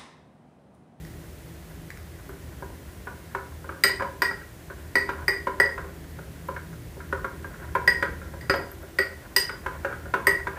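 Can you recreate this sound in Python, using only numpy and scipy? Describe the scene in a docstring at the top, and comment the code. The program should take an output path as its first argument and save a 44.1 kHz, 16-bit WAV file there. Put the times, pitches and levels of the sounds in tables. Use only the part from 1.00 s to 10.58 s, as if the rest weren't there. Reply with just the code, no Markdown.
"""Stirring thick paste in a glass bowl

A steel spoon stirs a thick paste in a small glass bowl on a stone counter, in a small kitchen.
Blows on the bottom are damped low modes with a noisy splash; blows on the wall are a crack and ringing glass modes.
The drag of the spoon is clumped noise through the low modes; faint taps and bangle ticks are short bursts and rings.
Every hit gets a decaying-noise room answer. Filtered noise makes the rumble, wavering hum and hiss behind."""
import sys
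import numpy as np
from scipy import signal
from scipy.fft import rfft, irfft, next_fast_len
from scipy.io import wavfile
from scipy.ndimage import map_coordinates

SR = 44100
rng = np.random.default_rng(int(sys.argv[2]) if len(sys.argv) > 2 else 0)


def voltage_ratio(decibels):
    """Convert decibels (scalar or array-like) to amplitude ratios, 20 dB per decade."""
    exponent = np.asarray(decibels, float) / 20
    return 10 ** exponent


def wrap_up_sound(samples):
    """Save the sound to the file named by the first command line argument, as 16-bit audio."""
    columns = np.atleast_2d(samples).T
    # keep every value between -1 and 1, then stretch to whole-number steps
    tamed = np.clip(columns, -1, 1)
    steps = np.round(tamed * 32767).astype(np.int16)
    wavfile.write(sys.argv[1], SR, steps)


N = 422478  # samples in the scene
HIT_LENGTH = 24576  # samples given to one hit with its room answer

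# Level of the rumble before its lift and wobble: start_s, level_db
RUMBLE_LEVEL = [(0.0, -44.5), (0.69, -46.5), (1.47, -44.5), (2.35, -46), (3.71, -45.5), (4.05, -43.5),
                (6.27, -44), (6.88, -40.5), (7.6, -43.5), (7.95, -47), (9.28, -40.5), (9.58, -44.5)]
# Colour of the rumble, relative: pitch_hz, density_db (per Hz)
RUMBLE_COLOUR = [(15, -41), (30, 6.5), (70, 8), (108, -3), (162, 0.5), (208, -5), (270, -8.5), (400, -7.5),
                 (800, -38)]
# Unsteady hum tones, before they swell with the rumble: pitch_hz, width_hz, level_db
HUM_TONES = [(78.85, 5.9, -47.5), (117.8, 11.7, -52.5), (281, 7.8, -59.5), (335, 8.3, -57.5),
             (1900, 480, -61.5)]
# Level of the wavering tone near 160 Hz: start_s, level_db
UPPER_HUM_LEVEL = [(0.0, -45.5), (0.45, -52), (2.03, -57), (4.43, -55.5), (5.15, -47.5), (7.52, -53),
                   (7.84, -66), (9.28, -49.5), (9.58, -54)]
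# Colour of the hiss, relative: pitch_hz, density_db (per Hz)
HISS_COLOUR = [(180, -28), (300, 0.5), (400, 5), (600, 5.5), (900, -1), (1500, -4), (2600, -6),
               (5000, -10.5), (15600, -11)]
# Spoon dragging on the bottom: start_s, level_db
DRAG_LEVEL = [(1.1, -63.5), (2.0, -56), (3.5, -63.5), (4.1, -50.5), (4.8, -51), (5.1, -63), (5.9, -61),
              (6.2, -52), (7.7, -52), (8.2, -59.5), (8.6, -50), (9.58, -46.5)]
# Modes of base, paste and counter: pitch_hz, relative_level_db, t60_s
BASE_MODES = [(205, -10, 0.066), (337.5, -9, 0.075), (392, -1, 0.1), (463, -12, 0.11), (547.5, 0.5, 0.05),
              (649, -6, 0.036), (979.4, -4.5, 0.061), (1016, -6, 0.062), (1401, -9, 0.05),
              (1458, -2.5, 0.041), (1595, -5.5, 0.052), (2200, -14.5, 0.027)]
# Level that drives each base mode: level_index (0 strength, 1 low, 2 middle)
BASE_DRIVE = [1, 1, 1, 1, 1, 1, 2, 2, 0, 0, 0, 0]
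# Decay of the kitchen: pitch_hz, t60_s
ROOM_DECAY = [(300, 0.52), (1500, 0.36), (5000, 0.35), (14000, 0.23)]
# Faint dry taps before the first knock: start_s, level_db (reference for the burst's colour)
TAP_EVENTS = [(0.0493, -27.5), (0.068, -33), (0.9036, -22), (0.973, -27)]
# Ticks of a bangle on the stirring wrist: start_s, level_db (reference for the modes)
TICK_EVENTS = [(1.29, -44), (5.4819, -42), (6.1245, -49), (6.4717, -49), (6.7491, -45), (7.5592, -38),
               (7.7154, -37), (7.8271, -47)]
# Modes of the bangle: pitch_hz, relative_level_db, t60_s
BANGLE_MODES = [(11700, -1, 0.011), (12400, 4, 0.014), (13200, -3, 0.011)]
# Jolts of the filled base on the counter:
# start_s, strength_db, low_modes_db (over strength), middle_modes_db (over strength)
KNOCK_EVENTS = [(1.292, -35, 2.5, -17), (1.623, -33.5, 4.5, 5.5), (2.071, -25.5, -3, -3),
                (2.348, -19.5, -4, 0), (2.643, -34.5, -3.5, -11), (2.691, -26.5, -2.5, -6),
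                (2.84, -14, -4, -14), (2.893, -33.5, 5, 9), (2.997, -23, -4, -13), (3.006, -24.5, -4.5, 7),
                (3.021, -19.5, -2, 4), (3.219, -16, -6, 3.5), (3.31, -25.5, -6, -13),
                (3.413, -38, -14, -13), (3.7, -29.5, -1, -4), (3.954, -22, 2.5, 4.5),
                (4.09, -18.5, -6.5, -2), (4.188, -35.5, -4, 1), (4.281, -21, -0.5, -15),
                (4.469, -18, -1.5, 4.5), (4.599, -18, 1.5, -3), (4.778, -23, -2, -1.5),
                (4.842, -34.5, 3.5, -17), (5.187, -33, 1, -8), (5.486, -26, 1, 2.5),
                (5.563, -24, -10.5, -5), (5.729, -38, -15, -8), (5.967, -50, 18, -11),
                (6.003, -31.5, -18, -7), (6.126, -19, -3, 2), (6.244, -21, -4.5, 1.5),
                (6.444, -30.5, -4.5, 0), (6.542, -37.5, -12, -6), (6.645, -34, -19, -1),
                (6.751, -16, -2.5, 2.5), (6.875, -15.5, -2, -3.5), (7.025, -14.5, -2, -0.5),
                (7.216, -32.5, -6, -16), (7.337, -39, 3.5, 4), (7.497, -12.5, -1.5, -8),
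                (7.539, -17, 0.5, -8), (7.594, -33.5, 2, 3), (7.716, -36, -14, -14), (7.83, -40.5, 9, -8),
                (7.988, -17.5, -1, -32), (8.363, -18.5, -7, -2), (8.492, -19.5, -8.5, -16),
                (8.661, -18.5, -8, 0.5), (8.847, -18.5, -4.5, -11), (8.926, -24.5, -8, -15),
                (9.056, -35.5, 3, -19), (9.138, -14.5, -3.5, 0.5), (9.27, -15, -0.5, -4.5),
                (9.469, -18.5, -4.5, -2)]
# Blows on the bare wall:
# start_s, first_ring_db, lower_second_ring_db, second_ring_db, high_rings_db (references for the modes)
CLINK_EVENTS = [(2.8372, -9, -46, -21, -29), (3.2199, -10.5, -41, -30, -38),
                (3.9548, -9.5, -35, -33.5, -42), (4.2808, -11.5, -55, -32.5, -40.5),
                (4.6, -7.5, -53, -31, -39.5), (6.8767, -7, -54, -31, -38), (7.0248, -24, -60, -53, -59),
                (7.4106, -34.5, -60, -55, -63), (7.497, -18.5, -35, -29, -48), (7.987, -13, -33, -35, -42),
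                (8.3631, -11, -42, -19, -26), (9.2693, -7, -40, -30, -31.5)]
# Modes of the glass wall: pitch_hz, relative_level_db, t60_s
GLASS_MODES = [(1942.5, -3, 0.093), (1897, -7, 0.15), (2007, -12.5, 0.079), (2095, -10, 0.018),
               (4646, 8, 0.048), (3020, -11, 0.093), (4862, 6, 0.064), (4890, 1, 0.044), (6960, -22, 0.029),
               (6740, -13, 0.023), (8430, 9.5, 0.055), (8750, 0, 0.053), (11900, 5.5, 0.033),
               (11620, 0.5, 0.024), (13600, 4, 0.026), (15070, -2, 0.056)]
# Level that drives each glass mode: level_index (0 first, 1 lower second, 2 second, 3 high)
GLASS_DRIVE = [0, 0, 0, 0, 1, 2, 2, 2, 3, 3, 3, 3, 3, 3, 3, 3]


def unit(x):
    """Scales a signal to rms 1."""
    return x / np.sqrt(np.mean(x ** 2) + 1e-20)


def along(points, hz):
    """Reads (pitch, value) points on a log pitch axis."""
    point_hz, value = np.transpose(points)
    return np.interp(np.log(hz + 1), np.log(point_hz + 1), value)


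def curve(rows):
    """Joins (time, level) points into one value per sample."""
    return np.interp(np.arange(N) / SR, *np.transpose(rows))


def wobble(rate):
    """Draws a smooth random curve with this many knots a second."""
    knots = rng.standard_normal(int(N * rate / SR) + 4)
    return map_coordinates(knots, [np.arange(N) * rate / SR])


def filtered(x, response):
    """Multiplies the spectrum by a complex response of frequency."""
    size = next_fast_len(N + SR // 2)
    spectrum = rfft(x, size) * response(np.fft.rfftfreq(size, 1 / SR))
    return irfft(spectrum, size)[:N]


def noise(response):
    """Makes coloured noise of rms 1."""
    return unit(filtered(rng.standard_normal(N), response))


def hum_tone(pitch_hz, width_hz):
    """Narrow noise is heard as a tone that wavers; rms 1."""
    return noise(lambda f: 1 / (1 + ((f - pitch_hz) / width_hz * 2) ** 2))


def background():
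    """Swelling low noise, narrow noise bands as hum, and the microphone's steady broadband hiss."""
    level_db = curve(RUMBLE_LEVEL)
    rumble_gain = voltage_ratio(level_db + 1.0 + 1.23 * wobble(3.344))
    rumble = rumble_gain * noise(lambda f: voltage_ratio(along(RUMBLE_COLOUR, f)))
    hum = sum(voltage_ratio(db) * hum_tone(hz, width) for hz, width, db in HUM_TONES)
    swell = voltage_ratio(level_db - level_db.mean())
    upper_hum = voltage_ratio(curve(UPPER_HUM_LEVEL)) * hum_tone(pitch_hz=160.8, width_hz=11.4)
    hiss = voltage_ratio(-51) * noise(lambda f: voltage_ratio(along(HISS_COLOUR, f)))
    return rumble + swell * hum + upper_hum + hiss


def drag_response(f):
    """Base modes broadened under the spoon; the paste stops treble, the light touch gives little bass."""
    modes = 0
    for pitch_hz, level_db, t60_s in BASE_MODES:
        damping = 1j * f * 6 / t60_s  # nearly three times as broad as a free ring
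        modes = modes + voltage_ratio(level_db) * damping / (pitch_hz ** 2 - f ** 2 + damping)
    paste_cut = 1 + (f / 2100) ** 6
    bass_cut = 1 + (500 / (f + 1)) ** 2
    return modes / paste_cut / bass_cut


def dragging():
    """Clumped small slips of the spoon excite the low modes of the base."""
    clumps_db = 5 * wobble(45) + 2.5 * wobble(14)
    slips = rng.standard_normal(N) * voltage_ratio(clumps_db)
    return voltage_ratio(curve(DRAG_LEVEL)) * unit(filtered(slips, drag_response))


def crack(colour, life_s, attack_s):
    """A noise burst dies exponentially; a soft contact starts it gently."""
    t = np.arange(HIT_LENGTH // 4) / SR
    white = rfft(rng.standard_normal(len(t)))
    coloured = irfft(white * voltage_ratio(along(colour, np.fft.rfftfreq(len(t), 1 / SR))))
    return coloured * np.exp(-t / life_s) * (1 - np.exp(-t / attack_s)) ** 2


def in_kitchen(parts, wet_db):
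    """Adds the room's answer, new for each hit; every frequency dies at its own speed."""
    hz, t, cells = signal.stft(rng.standard_normal(HIT_LENGTH // 2), SR, nperseg=256)
    rise = 1 - np.exp(-t / 0.00035)  # the answer starts just after the blow
    decay = voltage_ratio(-60 * t / along(ROOM_DECAY, hz)[:, None])
    tail = rfft(signal.istft(cells * rise * decay, SR, nperseg=256)[1], HIT_LENGTH)
    dry_parts = rfft(parts, HIT_LENGTH)
    wet_parts = dry_parts * tail
    # the room returns a set share of each part's energy
    balance = np.linalg.norm(dry_parts, axis=1) / np.linalg.norm(wet_parts, axis=1)
    wet_parts *= voltage_ratio(wet_db) * balance[:, None]
    return irfft((dry_parts + wet_parts).sum(0), HIT_LENGTH)


def add_hit(track, start_s, hit):
    """Lays one hit into a track at its start time."""
    track[round(start_s * SR):][:HIT_LENGTH] += hit


def taps():
    """Very short noise bursts, strongest near the glass's first ring, make faint dry taps."""
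    track = np.zeros(N + HIT_LENGTH)
    for start_s, db in TAP_EVENTS:
        colour = [(1200, db - 8), (1950, db + 10.5), (2800, db - 14), (4800, db - 6.0), (14000, db - 17)]
        burst = crack(colour, life_s=0.0015, attack_s=0.00042)
        add_hit(track, start_s, in_kitchen(burst[None], wet_db=-2.5))
    return track[:N]


def ring(modes, drive, levels_db, cycles, scatter_db=1.5):
    """Dying sines, one row per mode, each built up over some cycles; strength and pitch vary by hit."""
    hz, mode_db, t60_s = np.transpose(modes)[..., None]
    t = np.arange(HIT_LENGTH // 4) / SR
    chance = rng.standard_normal((2, *hz.shape))
    gain = voltage_ratio(mode_db + np.array(levels_db)[drive][:, None] + scatter_db * chance[0])
    decay = np.exp(-np.log(1000) * t / t60_s)
    sine = np.sin(2 * np.pi * hz * (1 + 0.0042 * chance[1]) * t)
    build_up = 1 - np.exp(-t * hz / cycles)
    return gain * decay * sine * build_up


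def bangle():
    """Three high, quickly dying metal modes make each small bright tick."""
    track = np.zeros(N + HIT_LENGTH)
    for start_s, level_db in TICK_EVENTS:
        tick = ring(BANGLE_MODES, [0, 0, 0], [level_db], cycles=3.5)
        add_hit(track, start_s, in_kitchen(tick, wet_db=-7))
    return track[:N]


def knocks():
    """Blows through the paste: heavily damped low modes and a splash of noise."""
    track = np.zeros(N + HIT_LENGTH)
    for start_s, strength_db, low_over_db, middle_over_db in KNOCK_EVENTS:
        low_db = strength_db + low_over_db
        levels_db = [strength_db, low_db, strength_db + middle_over_db]
        # a firm knock is -20 dB; the splash grows faster than the blow
        splash_db = -36 + 1.6 * (strength_db + 20)
        colour = [(200, low_db + 4.5), (700, low_db + 6.5), (1500, strength_db + 10.5),
                  (2800, splash_db + 5.5), (5000, splash_db - 6.5), (15000, splash_db - 13.5)]
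        modes = ring(BASE_MODES, BASE_DRIVE, levels_db, cycles=2.6, scatter_db=2.5)
        splash = crack(colour, life_s=0.007, attack_s=0.0008)
        add_hit(track, start_s, in_kitchen(np.vstack([modes, splash]), wet_db=-2.5))
    return track[:N]


def clinks():
    """Steel on the bare wall: a bright crack and the ringing modes of the glass."""
    track = np.zeros(N + HIT_LENGTH)
    for start_s, *levels_db in CLINK_EVENTS:
        first_db, _, second_db, high_db = levels_db
        colour = [(300, first_db - 47), (1000, first_db - 29), (2200, first_db + 4.5),
                  (3000, second_db + 4), (5200, second_db + 8.5),
                  (8000, high_db + 6), (13000, high_db + 7.0)]
        glass = ring(GLASS_MODES, GLASS_DRIVE, levels_db, cycles=1.8)
        impact = crack(colour, life_s=0.0045, attack_s=0.000067)
        add_hit(track, start_s, in_kitchen(np.vstack([glass, impact]), wet_db=-1.0))
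    return track[:N]


def scene():
    """Sums everything at one microphone."""
    return (background() + dragging() + taps() + bangle() + knocks() + clinks())[None]


def top_cut(x):
    """Nothing passes above the cut-off."""
    return signal.sosfilt(signal.butter(12, 16470, fs=SR, output="sos"), x)


def microphone_response(f):
    """Loses the deepest bass, eases the treble slightly and steps down 26 dB at 15.5 kHz."""
    bass_cut = 1 + (44 / (f + 1)) ** 8
    treble_ease = 1 + 0.02 * (f / 15000) ** 2
    top_step = np.where(f < 15500, 1, voltage_ratio(-26))
    return top_step / bass_cut / treble_ease


def record(dry):
    """The microphone shapes the mix at both ends of the spectrum."""
    mix = filtered(dry[0], microphone_response)[None]
    return top_cut(mix)


dry = scene()
out = record(dry)
wrap_up_sound(out)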